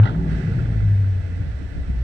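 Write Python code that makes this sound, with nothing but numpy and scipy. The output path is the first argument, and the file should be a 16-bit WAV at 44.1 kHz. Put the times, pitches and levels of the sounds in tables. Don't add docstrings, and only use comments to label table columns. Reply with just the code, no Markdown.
import sys
import numpy as np
from scipy import signal
from scipy.fft import rfft, irfft
from scipy.io import wavfile
from scipy.ndimage import uniform_filter1d

SR = 44100
rng = np.random.default_rng(int(sys.argv[2]) if len(sys.argv) > 2 else 0)


def makeup_ratio(level_db):
    decades = np.asarray(level_db, float) / 20
    return 10 ** decades


def wav_record(signal):
    frames = np.transpose(np.atleast_2d(signal))
    bounded = np.clip(frames, -1, 1)
    quanta = np.round(bounded * 32767).astype(np.int16)
    wavfile.write(sys.argv[1], SR, quanta)


N = 89919

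# (frequency [Hz], width [Hz], level [dB])
CABIN_MODES = [(58.7, 12, 2.5), (100, 11, -1.5), (114, 18, -11.5), (164.2, 12.9, -1), (205.2, 38, -9.5),
               (282, 7, -18), (364, 22, -14.5), (428, 62, -16)]
# (frequency [Hz], width [Hz], level [dB])
DUCT_RINGS = [(1743, 285, 7.5), (1120, 47, -1), (8260, 660, 8), (6650, 180, -6)]


def evened(x):
    return x / np.sqrt(np.mean(x ** 2) + 1e-20)


def read(points, hz):
    f, value = np.transpose(points)
    return np.interp(np.log(hz + 1), np.log(f + 1), value)


def control(column):
    # (time [s], firing rate [Hz], firing tone [dB], load [dB])
    course = np.array([(0, 97.9, -7.5, -24.5), (0.041, 110.2, -9.5, -23), (0.059, 114.8, -16.5, -15),
                       (.072, 125, -43, -23), (.12, 149.5, -27, -21.5), (0.181, 165.6, -24, -30),
                       (0.301, 153.8, -26.5, -28), (0.431, 138.4, -32.5, -28.5), (.56, 120.9, -23, -25),
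                       (0.749, 107.2, -23.5, -30.5), (.89, 101, -14.5, -34.5), (1.122, 96.04, -18.5, -41),
                       (1.222, 89.2, -24, -38), (1.372, 84.24, -31, -46.5), (1.529, 72.77, -32.5, -42.5),
                       (1.67, 68.3, -31, -41), (1.892, 61.82, -25, -39), (2.04, 59.16, -18.5, -40.5)])
    return np.interp(np.arange(N) / SR, course[:, 0], course[:, column])


def cycles():
    return np.cumsum(control(column=1)) / SR / 8


def follow(share):
    return makeup_ratio(-32.5 + share * (control(column=3) + 36.5))


def resonate(x, hz, width):
    turn = np.exp(2j * np.pi * hz * np.arange(x.shape[-1]) / SR)
    r = np.exp(-np.pi * width / SR)
    smooth = signal.lfilter([1 - r], [1, -r], x / turn)
    return 2 * (turn * smooth).real


def hiss(shape, rings=(), patchy_db=0.0):
    frames = N // 256 + 5
    hz = np.fft.rfftfreq(2048, 1 / SR)
    a, b, patches = rng.standard_normal((frames // 2, 1025, 3)).T
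    patches = uniform_filter1d(patches, size=20, axis=0)
    patches = evened(uniform_filter1d(patches, size=6, axis=1))
    colour_db = read(shape, hz) + sum(db * np.exp(-((hz - f) / w) ** 2) for f, w, db in rings)
    z = (a + 1j * b) * makeup_ratio(colour_db[:, None] + patchy_db * np.tanh(patches))
    return evened(signal.istft(z, nperseg=2048, noverlap=1536)[1][:N])


def settling():
    t = np.arange(N) / SR
    shut_s, shut_db = 0.2, -14
    emerge = makeup_ratio(shut_db * np.clip(1 - (t / shut_s) ** 2, 0, 1))
    lope_s, peak_s, from_s, to_s = 0.088, 1.903, 1.6, 2.04
    depth = 0.45 * np.clip(np.minimum(t - from_s, to_s - t) / lope_s, 0, 1)
    lope = 1 + depth * np.cos(2 * np.pi * (t - peak_s) / lope_s)
    return emerge, lope


def exhaust():
    order_k = [2, 3, 5, 6, 7, 9, 10, 11, 12, 13, 14, 15, 16, 17, 19, 21]
    order_db = [1, 1, 0.5, 4, -9.5, 8.5, -1.5, 1.5, 0.5, -8.5, -3.5, -10, 1.5, -8, -18, -4]
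    orders_db, orders_follow = -2, 0.58
    wander_s, wander_db = 0.026, 2.2
    cycle_hz, turned = control(column=1) / 8, cycles()
    orders = np.zeros(N)
    for k, db in zip(order_k, order_db):
        power = sum(makeup_ratio(2 * d) / (1 + (2 * (k * cycle_hz - f) / w) ** 2) for f, w, d in CABIN_MODES)
        drift = rng.standard_normal((N // 441 + 2, 2))
        drift = evened(signal.lfilter([1], [1, -np.exp(-0.01 / wander_s)], drift, axis=0))
        level, twist = (np.interp(np.arange(N) / 441, np.arange(len(drift)), d) for d in drift.T)
        phase = 2 * np.pi * k * turned + 6 * rng.random() + 0.33 * twist
        orders += makeup_ratio(db + wander_db * level) * np.sqrt(power) * np.cos(phase)
    tone = np.sqrt(2) * makeup_ratio(control(column=2)) * np.cos(2 * np.pi * 8 * turned - 0.6)
    emerge, lope = settling()
    return lope * tone + emerge * makeup_ratio(orders_db) * follow(orders_follow) * orders


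def lumps():
    lumps_db, lumps_follow, spread = -15.5, 0.94, 0.3
    fired = np.diff(np.floor(8 * cycles()), prepend=0)
    kicks = fired * rng.standard_normal(N) * makeup_ratio(spread * 1.4 * rng.standard_normal(N))
    rung = sum(makeup_ratio(db) * resonate(resonate(kicks, f, 1.3 * w), f, 3.8 * w) for f, w, db in CABIN_MODES)
    return makeup_ratio(lumps_db) * follow(lumps_follow) * evened(rung)


def valve_knock():
    knock_hz, width_hz, knock_db, knock_follow = 1397, 260, -27.5, 0.98
    fade, offset = 0.16, 0.72
    gate = 0.12 + np.exp(-((cycles() + offset) % 1) / fade)
    struck = resonate(rng.standard_normal(N) * gate, knock_hz, width_hz)
    knock = evened(resonate(struck, knock_hz, 2 * width_hz))
    return makeup_ratio(knock_db) * follow(knock_follow) * knock


def body_roar():
    # (frequency [Hz], level [dB per Hz])
    roar_colour = [(15, -30), (40, -16), (75, -19.5), (170, -5.5), (330, -15), (690, -28), (1100, -39.5),
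                   (2500, -84)]
    return makeup_ratio(-10) * follow(0.94) * hiss(roar_colour, patchy_db=2)


def vent_air():
    # (frequency [Hz], level [dB per Hz])
    air_colour = [(100, -18.5), (480, 0), (800, -8.5), (1500, -14), (2500, -13.5), (6000, -30),
                  (10600, -51.5), (15500, -76.5)]
    return makeup_ratio(-48.5) * hiss(air_colour, DUCT_RINGS)


def bursts(events):
    rise_s, ring_s, rough_width, top_hz = 0.003, 0.008, 0.5, 4300
    t, noise = np.arange(N) / SR, rng.standard_normal(N)
    out = np.zeros(N)
    for s, db, fade, f in events:
        if fade < ring_s:
            sound = np.sin(2 * np.pi * f * t)
        else:
            sound = resonate(noise, f, rough_width * f)
            sound = evened(resonate(sound, f, rough_width * f))
        envelope = np.clip((t - s) / rise_s, 0, 1) * np.exp(-np.clip(t - s, 0, 1) / fade)
        out += makeup_ratio(db) * envelope * sound
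    return signal.sosfilt(signal.butter(4, top_hz, fs=SR, output="sos"), out)


def intake_snarl():
    # (time [s], level [dB], decay [s], frequency [Hz])
    snarls = [(.036, -33, 0.018, 960), (.030, -39, 0.022, 2600), (.030, -29, .004, 800),
              (.038, -25, .004, 840), (0.029, -30, 0.0052, 1400), (.066, -28, .004, 1050),
              (.083, -30, .006, 1500), (0.054, -38, 0.03, 1600), (.055, -44, .05, 2800),
              (0.052, -39, 0.15, 820), (.002, -40, .04, 1200)]
    return bursts(snarls)


def linkage():
    # (time [s], level [dB], decay [s], frequency [Hz])
    clacks = [
        (.0545, -20, .003, 1950),
        (.0555, -22, .003, 1400),
        (.0612, -18, .004, 1390),
        (.0725, -22, .004, 1950),
        (.0735, -21, .004, 1420),
    ]
    return bursts(clacks)


def surges():
    # (time [s], level [dB], frequency [Hz], half length [s])
    swells = [(.095, -23.5, 112, 0.025), (.1, -31.5, 153.6, .03), (.19, -31.5, 55, 0.017),
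              (.21, -38, 377, 0.044), (.21, -36, 277.3, .05), (.31, -28, 59.1, 0.095),
              (.38, -43.5, 369.5, 0.12), (.45, -40.5, 271.5, 0.025), (.5, -28, 98.2, 0.039),
              (.65, -35.5, 162.6, 0.045), (.85, -29.5, 156.5, 0.041), (1.23, -39.5, 155, 0.021),
              (1.302, -30, 91.4, 0.056), (1.41, -20, 98.67, 0.013), (.42, -30, 158.7, .06),
              (.56, -27.5, 161.5, 0.031), (1.459, -32.5, 58, 0.027), (.75, -25, 54.5, .06),
              (1.732, -28.5, 61.4, 0.034), (1.41, -45.5, 295.5, .03), (1.47, -33, 149.4, 0.033),
              (1.53, -28.5, 100, 0.043), (1.545, -28, 56.7, 0.05), (1.82, -44.5, 280.7, 0.048),
              (2.0, -33.5, 126.5, 0.14)]
    t, out = np.arange(N) / SR, np.zeros(N)
    for s, db, hz, half in swells:
        swell = np.exp(-((t - s) / half) ** 2)
        out += np.sqrt(2) * makeup_ratio(db) * swell * np.cos(2 * np.pi * hz * (t - s))
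    return out


def handling():
    # (time [s], level [dB], left over right [dB], width [s])
    bumps = [(.2, -33.5, 3, 0.0056), (.33, -27, -1, 0.0048), (0.523, -27, -15, 0.0022),
             (.61, -33, 2, 0.0047), (0.829, -24, 0.5, 0.0031), (1.051, -28.5, -2.5, 0.0021),
             (1.2, -28.5, -3, 0.0028), (1.3, -34, -8, 0.0055), (1.41, -29, 12, 0.0024),
             (1.5, -28, 3, 0.0041), (1.65, -30, 3, 0.0036), (1.76, -24, 0, .003), (1.883, -26, -8, 0.0029),
             (1.9, -22, 17, .0015), (1.96, -27, -4, .0035)]
    t, out = np.arange(N) / SR, np.zeros((2, N))
    for s, db, lean_db, width in bumps:
        u = (t - s) / width
        push = (1 - u ** 2) * np.exp(-u ** 2 / 2)
        sides = makeup_ratio(np.array([[db + lean_db / 2], [db - lean_db / 2]]))
        out += sides * [[1], [-1]] * push
    low_colour = [(20, -14), (60, 2.5), (110, -4.5), (300, -13.5), (900, -64.5)]  # (Hz, dB per Hz)
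    flutter = np.array([hiss(low_colour, patchy_db=11) for _ in "LR"])
    return out + makeup_ratio(-27.5 - 7.5) * flutter


def overrun():
    # (frequency [Hz], level [dB per Hz])
    rush_colour = [(300, -29), (700, -2), (1400, -5.5), (2500, -5), (6000, -24.5), (9000, -41),
                   (12000, -62)]
    start_s, rise_s, level_db, fade_db_per_s = 0.25, 0.06, -44.5, -16.5
    u = np.arange(N) / SR - start_s
    return makeup_ratio(level_db + fade_db_per_s * u) * np.clip(u / rise_s, 0, 1) * hiss(rush_colour, DUCT_RINGS)


def bank_beat():
    # (time [s], level [dB])
    beat_level = [
        (0, -56),
        (0.498, -49.5),
        (.66, -27),
        (0.779, -23.5),
        (0.866, -26),
        (.95, -33),
        (1.199, -44),
        (2.04, -36.5),
    ]
    level_db = np.interp(np.arange(N) / SR, *np.transpose(beat_level))
    return np.sqrt(2) * makeup_ratio(level_db) * np.cos(2 * np.pi * 4 * cycles())


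def noises():
    return body_roar() + vent_air() + overrun()


def cabin(x):
    # (frequency [Hz], width [Hz], level [dB])
    panels = [(279.3, 18, 4), (368.2, 4.1, 0.5), (455, 19, 4), (559, 11, -1), (699, 15, 5),
              (844.5, 19, 7.5), (1395, 26, 6), (1508, 20, 3), (1520, 6, 3), (1803, 27, 1), (2016, 71, 6)]
    ripple_db, ripple_hz = 2.5, 24.72
    hz = np.fft.rfftfreq(N + 8192, 1 / SR)
    knots = np.arange(0, SR / 2 + 99, ripple_hz)
    ripple = np.interp(hz, knots, rng.standard_normal(4000)[:len(knots)])
    colour_db = ripple_db * ripple + sum(db * np.exp(-((hz - f) / w) ** 2) for f, w, db in panels)
    return irfft(rfft(x, N + 8192) * makeup_ratio(colour_db), N + 8192)[:, :N]


def ports(tones, x, other):
    # (frequency [Hz], likeness [0 to 1])
    likeness = [(60, 0.79), (300, 0.89), (700, 0.77), (1200, 0.46), (1800, 0.39), (3000, 0.083),
                (5000, 0.39), (10000, 0.16)]
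    # (frequency [Hz], left over right [dB])
    tilt = [(60, 0.5), (200, 1.85), (900, -2.5), (1500, -10), (3200, -7.5), (4500, -12.5), (8400, -21.5),
            (10000, -15)]
    lead_s, margin = 0.000528, 4096
    hz = np.fft.rfftfreq(N + 2 * margin, 1 / SR)
    padded = np.pad([tones, x, other], [(0, 0), (margin, margin)], "reflect", reflect_type="odd")
    tones, x, other = rfft(padded)
    same = np.clip(read(likeness, hz), 0, 1)
    early = np.exp(2j * np.pi * hz * lead_s * np.clip(hz / 1150, 0, 1) ** 2)
    half_db = read(tilt, hz) / 2
    left = (tones + same * x + np.sqrt(1 - same ** 2) * other) * early * makeup_ratio(half_db)
    right = (tones + x) * makeup_ratio(-half_db)
    return irfft(np.array([left, right]), N + 2 * margin)[:, margin:N + margin]


def scene():
    engine = exhaust() + lumps() + valve_knock() + intake_snarl() + linkage() + surges() + bank_beat()
    air, left_air = cabin(np.array([noises(), noises()]))
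    return ports(engine, air, left_air) + handling()


def roll_off(x):
    return signal.sosfilt(signal.butter(12, 15720, fs=SR, output="sos"), x)


def record(dry):
    open_s = 0.0003
    opening = np.sin(np.pi / 2 * np.clip(np.arange(N) / SR / open_s, 0, 1)) ** 2
    return roll_off(dry * opening)


dry = scene()
out = record(dry)
wav_record(out)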